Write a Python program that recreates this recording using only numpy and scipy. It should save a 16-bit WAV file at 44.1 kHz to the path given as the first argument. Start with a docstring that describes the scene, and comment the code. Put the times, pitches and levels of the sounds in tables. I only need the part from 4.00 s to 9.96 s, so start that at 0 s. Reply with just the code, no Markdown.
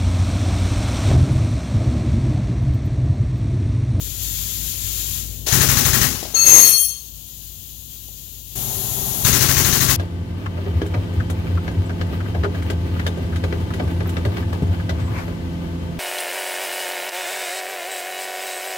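"""Air-driven hydraulic pump in a garage

The pump bends steel tube, well to the left. Leaking air hisses at the valve; in two runs the piston
chatters at about twelve strokes a second, each a thump and a puff of turbulent exhaust. Between the
runs the valve vents with a gush and a self-excited squeal. A distant machine drones throughout."""
import sys
import numpy as np
from scipy import signal
from scipy.fft import rfft, irfft, next_fast_len
from scipy.io import wavfile
from scipy.ndimage import map_coordinates

SR = 44100
rng = np.random.default_rng(int(sys.argv[2]) if len(sys.argv) > 2 else 0)


def transcribe(signal):
    """Save signal, clipped to [-1, 1], as a 16-bit WAV file at the path in sys.argv[1]."""
    frames = np.atleast_2d(signal).T
    limited = np.clip(frames, -1, 1)
    pcm = np.round(limited * 32767).astype(np.int16)
    wavfile.write(sys.argv[1], SR, pcm)


N = 262924

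# runs of the pump: (air on [s], first stroke [s], air off [s], stroke period [s])
PUMP_RUNS = [(1.462, 1.523, 2.06, 0.0815), (5.242, 5.247, 5.96, 0.0796)]
THROTTLE_S, THROTTLE_END_S = 4.553, 5.25  # the valve is held half open
VENT_S, VENT_END_S = 2.3425, 2.674  # the release valve lets a first stream through
GUSH_S, GUSH_END_S = 2.447, 2.583  # it opens fully
VENT_FALL_DB_PER_S = 105


def pump():
    """Impacts excite resonances: the piston strikes, dumps a turbulent puff and clacks back."""
    # resonances of garage, pump body and returning piston: (frequency [Hz], bandwidth [Hz], gain [dB])
    room_modes = [(58, 21, -4.5), (85, 30, -5), (128, 17.3, -2.5), (157, 48, -6.5), (250.5, 50, -8.5),
                  (381, 67, -13)]
    body_modes = [(6180, 340, -4), (6780, 740, -9.5), (4040, 270, -8.5), (1770, 110, -6.5)]
    return_modes = [(173, 78, -2), (374, 105, -4), (910, 580, -12)]
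    # spectra of each puff, its bright jet and the steady exhaust: (frequency [Hz], relative density [dB])
    puff_spectrum = [(500, -11.5), (800, -12), (1150, -3), (1800, 0.5), (2400, -5), (4000, -5.5),
                     (8000, -13.5), (15800, -7)]
    jet_spectrum = [(2000, -28), (4000, -11), (6400, 3), (8300, -2.5), (11000, 0.5), (15500, 2.5)]
    exhaust_spectrum = [(180, -32), (330, 0.5), (450, -5), (740, -4), (1050, -3.5), (1800, -5), (2400, -5),
                        (2900, -2.5), (5200, 0), (6400, 3), (8500, -6.5), (11600, -0.5), (15800, -5)]
    hits = strokes()
    thump = amp(-12.5) * thumps(hz=111, swell=0.0055, delay=0.0012)
    rebound = amp(-23.5) * thumps(hz=124.7, swell=0.013, delay=0.017)
    rebound += amp(-17) * thumps(hz=113.4, swell=0.006, delay=0.0475)
    boom = amp(-25) * bursts(hits, rise=0.019, t60=0.67, hold=0.037) * rush(body(room_modes))
    ping = amp(-15) * bursts(hits, rise=0.00044, t60=0.049, delay=0.0016) * rush(body(body_modes))
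    clack = amp(-23.5) * bursts(hits, rise=0.00073, t60=0.07, delay=0.036) * rush(body(return_modes))
    puff = amp(-20.5) * bursts(hits, rise=0.0017, t60=0.25, hold=0.032) * rush(colour(puff_spectrum))
    jet_envelope = amp(-15) * bursts(hits, rise=0.0069, t60=0.33, delay=0.0032, hold=0.019)
    jet = jet_envelope * rush(colour(jet_spectrum))
    flow = motor_air() * rush(colour(exhaust_spectrum))
    sputter = amp(1.06 * wobble(350))
    exhaust = sputter * (amp(0.83 * wobble(25)) * puff + jet + flow)
    return thump + rebound + boom + ping + clack + exhaust


def strokes():
    """Periodic excitation, (time [s], level [dB]): a hard first stroke, then weakening under load."""
    kick_db, tire_db_per_s = 2, 1.3
    return [(s, kick_db * (s == first) - tire_db_per_s * (s - first))
            for _, first, off, period in PUMP_RUNS for s in np.arange(first, off, period)]


def thumps(hz, swell, delay):
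    """Volume displacement: each stroke shoves out a slug of air, a pressure swing of a few cycles."""
    out = np.zeros(N + SR)
    t = np.arange(SR // 10) / SR
    envelope = (t / swell * np.exp(1 - t / swell)) ** 2
    for s, db in strokes():
        swing = envelope * np.sin(2 * np.pi * hz * (1 + 0.022 * rng.standard_normal()) * t)
        out[round((s + delay) * SR):][:len(t)] -= amp(db) * swing
    return out[:N]


def motor_air():
    """Pressure-driven flow: the envelope of the motor's air starts at once and sags with the supply."""
    start_db, sag_db_per_s = -19.5, 4.5
    return sum(held(on, off, attack=0.0052, fall_db_per_s=53)
               * amp(start_db - sag_db_per_s * np.maximum(clock() - on, 0))
               for on, _, off, _ in PUMP_RUNS)


def main_tones():
    """Flow-excited modes: the vent sounds three whistles; full flow chokes the lowest, feeds the others."""
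    # whistles: (frequency [Hz], left minus right [dB])
    whistles = [(4347, 16), (6374, 13), (6500, 14)]
    # their response to the air: (level [dB], release time [s], change at full flow [dB])
    drive = [(-22.5, 2.755, -10), (-26.5, 2.8, 15.5), (-16.5, 2.707, 5)]
    full = opening(attack=0.023) ** 2
    return sum(amp(db + change_db * full) * held(VENT_S, stop, attack=0.006, fall_db_per_s=95)
               * tone(hz, left_db, scatter=0.57, waver_hz=6, chatter=0.19)
               for (hz, left_db), (db, stop, change_db) in zip(whistles, drive))


def side_tones():
    """Weaker modes share one swell; once the air is spent, damping takes the shortest waves first."""
    # side modes of the valve: (frequency [Hz])
    mode_hz = [1170, 1320, 2631, 3198, 5705, 8614, 8930, 10873, 11809, 12673, 12865, 13302, 15398]
    # for each mode: (level [dB], lag behind the swell [s], left minus right [dB])
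    modes = [(-48.5, 0.076, 19), (-40, -0.2, 18), (-32.5, -0.078, 18), (-37.5, 0.17, 16), (-28.5, 0.11, 23),
             (-26.5, 0.081, 10), (-23.5, 0.099, 21), (-20.5, 0.16, 13), (-23, .13, 29), (-22.5, 0.011, 1),
             (-19, 0.024, 10), (-26, .01, 15), (-27.5, 0.2, 23)]
    full_s, fade_s, spent_s = 2.495, 2.658, 2.864
    swell_db_per_s, fade_db_per_s, damping_db_per_s = 29, 82, 200
    t = clock()
    starved_db = 11.5 * np.clip((GUSH_S - t) / 0.02 + 1, 0, 1)  # weaker before the gush
    spent_db = damping_db_per_s * np.maximum(t - spent_s, 0)
    sides = 0
    for hz, (db, lag, left_db) in zip(mode_hz, modes):
        unrest = hz / mode_hz[-1]  # short waves are the least steady
        swell_db = -swell_db_per_s * np.maximum(full_s + lag - t, 0)
        fade_db = -fade_db_per_s * np.maximum(t - lag - fade_s, 0)
        envelope = amp(db + swell_db + fade_db - unrest * starved_db - unrest ** 2 * spent_db)
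        sides += envelope * tone(hz, left_db, scatter=0.32 + 0.45 * unrest,
                                 waver_hz=8 * unrest, chatter=0.53 * unrest)
    onset = np.clip((t - 2.35) / 0.017, 0, 1)
    return onset * sides


def tone(hz, left_db, scatter, waver_hz, chatter):
    """Self-excited oscillation: a whistle chatters, and reflections make it flicker at each ear."""
    phase = 2 * np.pi * np.cumsum(hz + waver_hz * wobble(40)) / SR
    flicker = np.array([wobble(55) + 1j * wobble(55), wobble(55) + 1j * wobble(80)])
    modulation = 1 + scatter * flicker + chatter * wobble(260)
    return pan(left_db) * unit(np.real(modulation * np.exp(1j * phase)))


def vent():
    """Cavity resonance: a ragged gush rings the valve, most at full flow, and roughens the squeal."""
    # venting air: (frequency [Hz], relative density [dB])
    spectrum = [(30, -15), (150, -11), (900, -21), (2500, -16.5), (4400, -15.5), (5200, -18), (6400, -11),
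                (7700, -20), (10000, -17.5), (12800, -15), (14500, -15), (15800, -17)]
    # cavities of the valve: (frequency [Hz], bandwidth [Hz], gain [dB])
    cavities = [(485, 160, 4.5), (1155, 100, 1), (1960, 180, 3), (2625, 76, 4), (4350, 210, -1)]
    stream = amp(-29) * held(VENT_S, VENT_END_S, attack=0.002, fall_db_per_s=VENT_FALL_DB_PER_S)
    trail = amp(-28.5) * held(GUSH_S, 2.712, attack=0.0025, fall_db_per_s=500)  # until it snaps shut
    flow = np.linalg.norm([stream, trail, amp(-18.5) * opening(attack=0.018)], axis=0)
    gush = rush(colour(spectrum)) + amp(-13.5 + 5 * opening(attack=0.06)) * rush(body(cavities))
    rasp = amp(6.5) * flow / flow.max() * rush(body([(6446, 65, 0)]))  # between the upper whistles
    return flow * (amp(2 * wobble(200)) * gush + rasp)


def opening(attack):
    """Share of the release valve's full flow, 0-1, building up with time constant attack [s]."""
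    return held(GUSH_S, GUSH_END_S, attack, fall_db_per_s=VENT_FALL_DB_PER_S)


def leak():
    """Turbulent jet noise: escaping air is a thin seep at low flow, a fuller hiss as the flow grows."""
    # the valve is cracked open: (opens [s], shuts [s], level [dB])
    cracks = [(0, 1.2, -29.5), (0.19, 1.16, -28.5)]
    # the leak at high and at low flow: (frequency [Hz], relative density [dB])
    hiss_spectrum = [(350, -48), (600, -23.5), (1200, -19), (2200, -13.5), (2800, -8.5), (3400, -3),
                     (4100, -5), (5500, -6), (6900, 1.5), (7400, 1), (8100, -11), (11200, -0.5),
                     (13300, 1.5), (15800, -4)]
    seep_spectrum = [(350, -52), (650, -18), (1300, -24.5), (2200, -27), (2900, -7), (3400, -5.5),
                     (5500, -10.5), (6900, -2), (8500, -13.5), (11200, -3.5), (13300, 1.5), (15800, -2.5)]
    seep = amp(-36.5) * held(-1, THROTTLE_S, attack=0.01, fall_db_per_s=400)
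    leaks = [amp(db) * held(on, off, attack=0.0089, fall_db_per_s=67) for on, off, db in cracks]
    flow = np.linalg.norm([seep] + leaks, axis=0) * amp(0.59 * wobble(16))
    full = np.clip((20 * np.log10(flow + 1e-9) + 38) / 9, 0, 1)
    return flow * (np.sqrt(full) * rush(colour(hiss_spectrum))
                   + np.sqrt(1 - full) * rush(colour(seep_spectrum)))


def throttle():
    """Flow-excited resonance: the half-open valve blows a hollow note through the stalled motor."""
    # throttled air: (frequency [Hz], relative density [dB])
    spectrum = [(290, -37), (550, -15), (760, -20), (1350, -21), (2300, -17), (3350, -6), (5400, -9.5),
                (6900, 0.5), (8200, -10), (9900, -5), (11400, 3.5), (14000, 0), (15800, -3.5)]
    # resonances of the stalled motor: (frequency [Hz], bandwidth [Hz], gain [dB])
    motor_modes = [(60.4, 21, -2.5), (101, 22.4, -2), (128.6, 20.5, 1.5), (234, 120, -12), (386.4, 20, -7),
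                   (767, 226, -17)]
    flow = held(THROTTLE_S, THROTTLE_END_S, attack=0.002, fall_db_per_s=400)
    flow *= amp(-25 + 3.5 * (clock() - THROTTLE_S))  # grows 3.5 dB a second
    return flow * (rush(colour(spectrum)) + amp(-7.5) * rush(body(motor_modes)))


def knocks():
    """Damped impacts: the valve and its handle knock dully and the garage reverberates."""
    # impacts: (time [s], level [dB])
    impacts = [(1.466, -27), (2.227, -23.5), (2.252, -24), (2.339, -25), (4.085, -44), (4.555, -51)]
    # resonances of valve and handle: (frequency [Hz], bandwidth [Hz], gain [dB])
    modes = [(286, 125, -1.5), (450, 180, -1.5), (633, 170, -1), (1300, 500, -37), (3500, 2300, -16)]
    hit = bursts(impacts, rise=0.001, t60=0.039) * rush(body(modes))
    return hit + amp(-8.5) * garage(hit)


def drone():
    """Beating: the close low tones of a distant machine interfere over its rumble."""
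    # the drone as heard dips around the squeal, then slowly comes back: (time [s], level [dB])
    contour = [(0, -33), (1.45, -34), (2.2, -38), (2.7, -45), (3.2, -43.5), (4.5, -42.5), (5.96, -39)]
    # its tones: (frequency [Hz], relative level [dB])
    tones = [(57.4, -3), (54.2, -14.5), (89.6, -12.5), (98.8, -10), (149.7, -13), (230, -20.5),
             (304, -26.5)]
    # its rumble: (frequency [Hz], relative density [dB])
    rumble = [(22, -33), (38, -12), (55, -6), (100, -2), (130, -8.5), (180, -13), (300, -17), (500, -24.5),
              (900, -37.5), (2000, -74)]
    hum = sum(amp(db) * np.sqrt(2) * np.sin(2 * np.pi * hz * clock() + 0.5 * wobble(3.77))
              for hz, db in tones)
    gain = amp(np.interp(clock(), *np.transpose(contour)))
    return gain * (hum + amp(-6.5) * rush(colour(rumble)))


def walls(x, echo_db, count=8):
    """Comb filtering: early echoes from floor, frame and walls interfere differently at each ear."""
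    delays = rng.uniform(0.002, 0.024, (count, 2, 1))
    def comb(hz):
        echo = amp(echo_db) * hz ** 2 / (hz ** 2 + 600 ** 2)  # long waves bend round the objects
        return (1 + echo * np.exp(-2j * np.pi * hz * delays).sum(0)) / np.sqrt(1 + count * echo ** 2)
    return filtered(x, comb)


def garage(x):
    """Reverberation: the diffuse field between concrete floor and bare walls decays exponentially."""
    # decay of the room: (frequency [Hz], reverberation time [s])
    t60 = [(100, .6), (1000, .6), (6000, 0.64), (15000, 0.33)]
    hz, t, noise = signal.stft(rng.standard_normal((2, SR // 2)), SR, nperseg=256)
    tail = signal.istft(noise * amp(-60 * t / along(t60, hz)[:, None]), SR, nperseg=256)[1]
    return signal.fftconvolve(x, tail / np.linalg.norm(tail[0]), axes=1)[:, :N]


def rush(response):
    """Partial coherence: stereo noise of rms 1, alike in the bass and diffuse in the treble."""
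    # likeness of left and right: (frequency [Hz], correlation [-1 to 1])
    coherence = [(60, 0.96), (130, 1), (290, 0.57), (640, 0.53), (1410, 0.43), (3100, 0.063),
                 (6820, -0.035), (15000, -0.084)]
    def mid_side(hz):
        angle = np.arccos(np.clip(along(coherence, hz), -1, 1)) / 2
        return response(hz) * np.array([np.cos(angle), np.sin(angle)])
    mid, side = filtered(rng.standard_normal((2, N)), mid_side)
    return unit(np.array([mid + side, mid - side]))


def bursts(events, rise, t60, delay=0, hold=0):
    """Incoherent sum: envelopes of (time [s], level [dB]) events rise, hold, decay and add in power."""
    power = np.zeros(N + SR)
    t = np.arange(SR // 2) / SR
    shape = (1 - np.exp(-t / rise)) * amp(-60 * np.maximum(t - hold, 0) / t60)
    for s, db in events:
        power[round((s + delay) * SR):][:len(t)] += (amp(db) * shape) ** 2
    return np.sqrt(power[:N])


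def held(start, stop, attack, fall_db_per_s):
    """Exponential relaxation: a stream rises to 1, holds while the valve is open, and dies away."""
    t = clock()
    rise = 1 - np.exp(-np.maximum(t - start, 0) / attack)
    return rise * amp(-fall_db_per_s * np.maximum(t - stop, 0))


def body(modes):
    """Modal superposition: causal response of (frequency [Hz], bandwidth [Hz], gain [dB]) resonances."""
    return lambda f: sum((-1) ** k * amp(db) * 1j * f * width / (hz * hz - f * f + 1j * f * width)
                         for k, (hz, width, db) in enumerate(modes))


def colour(points):
    """Spectral envelope through (frequency [Hz], gain [dB]) points."""
    return lambda hz: amp(along(points, hz))


def filtered(x, response):
    """Linear filtering: the spectrum of x times a complex response."""
    size = next_fast_len(N + SR // 2)
    return irfft(rfft(x, size) * response(np.fft.rfftfreq(size, 1 / SR)), size)[..., :N]


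def pan(left_db):
    """Level difference between the ears: left and right gains whose mean is 1."""
    ratio = amp(np.atleast_1d(left_db))
    return np.array([2 * ratio, 2 + 0 * ratio]) / (1 + ratio)


def wobble(rate):
    """Smooth random modulation, rate knots a second."""
    return map_coordinates(rng.standard_normal(int(N * rate / SR) + 4), [clock() * rate])


def along(points, hz):
    """Interpolate (frequency [Hz], value) points on a log axis."""
    freqs, values = np.transpose(points)
    return np.interp(np.log(hz + 1), np.log(freqs + 1), values)


def amp(db):
    """Decibels to gain."""
    return 10 ** (np.asarray(db) / 20)


def unit(x):
    """Scale to rms 1."""
    return x / np.sqrt(np.mean(np.abs(x) ** 2) + 1e-20)


def clock():
    """Time [s] of every sample."""
    return np.arange(N) / SR


def scene():
    """Superposition: the sources add, and level differences place them well to the left."""
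    # balance of all but the squeal: (frequency [Hz], left minus right [dB])
    balance = [(60, 13), (130, 12), (700, 14), (1400, 13), (2500, 18.5), (3500, 15), (5000, 15.5),
               (7000, 23.5), (8300, 11.5), (10500, 10.5), (13000, 7), (15800, 27)]
    machines = walls(pump() + leak() + throttle() + vent() + knocks(), echo_db=-17.5) + drone()
    squeal = main_tones() + side_tones()
    return filtered(machines, lambda hz: pan(along(balance, hz))) + squeal


def record(dry):
    """Clipping and band limiting: peaks flatten at full scale and the highest treble is cut."""
    top_hz = 15830
    return filtered(np.clip(dry, -1, 1), lambda hz: hz < top_hz)


dry = scene()
out = record(dry)
transcribe(out)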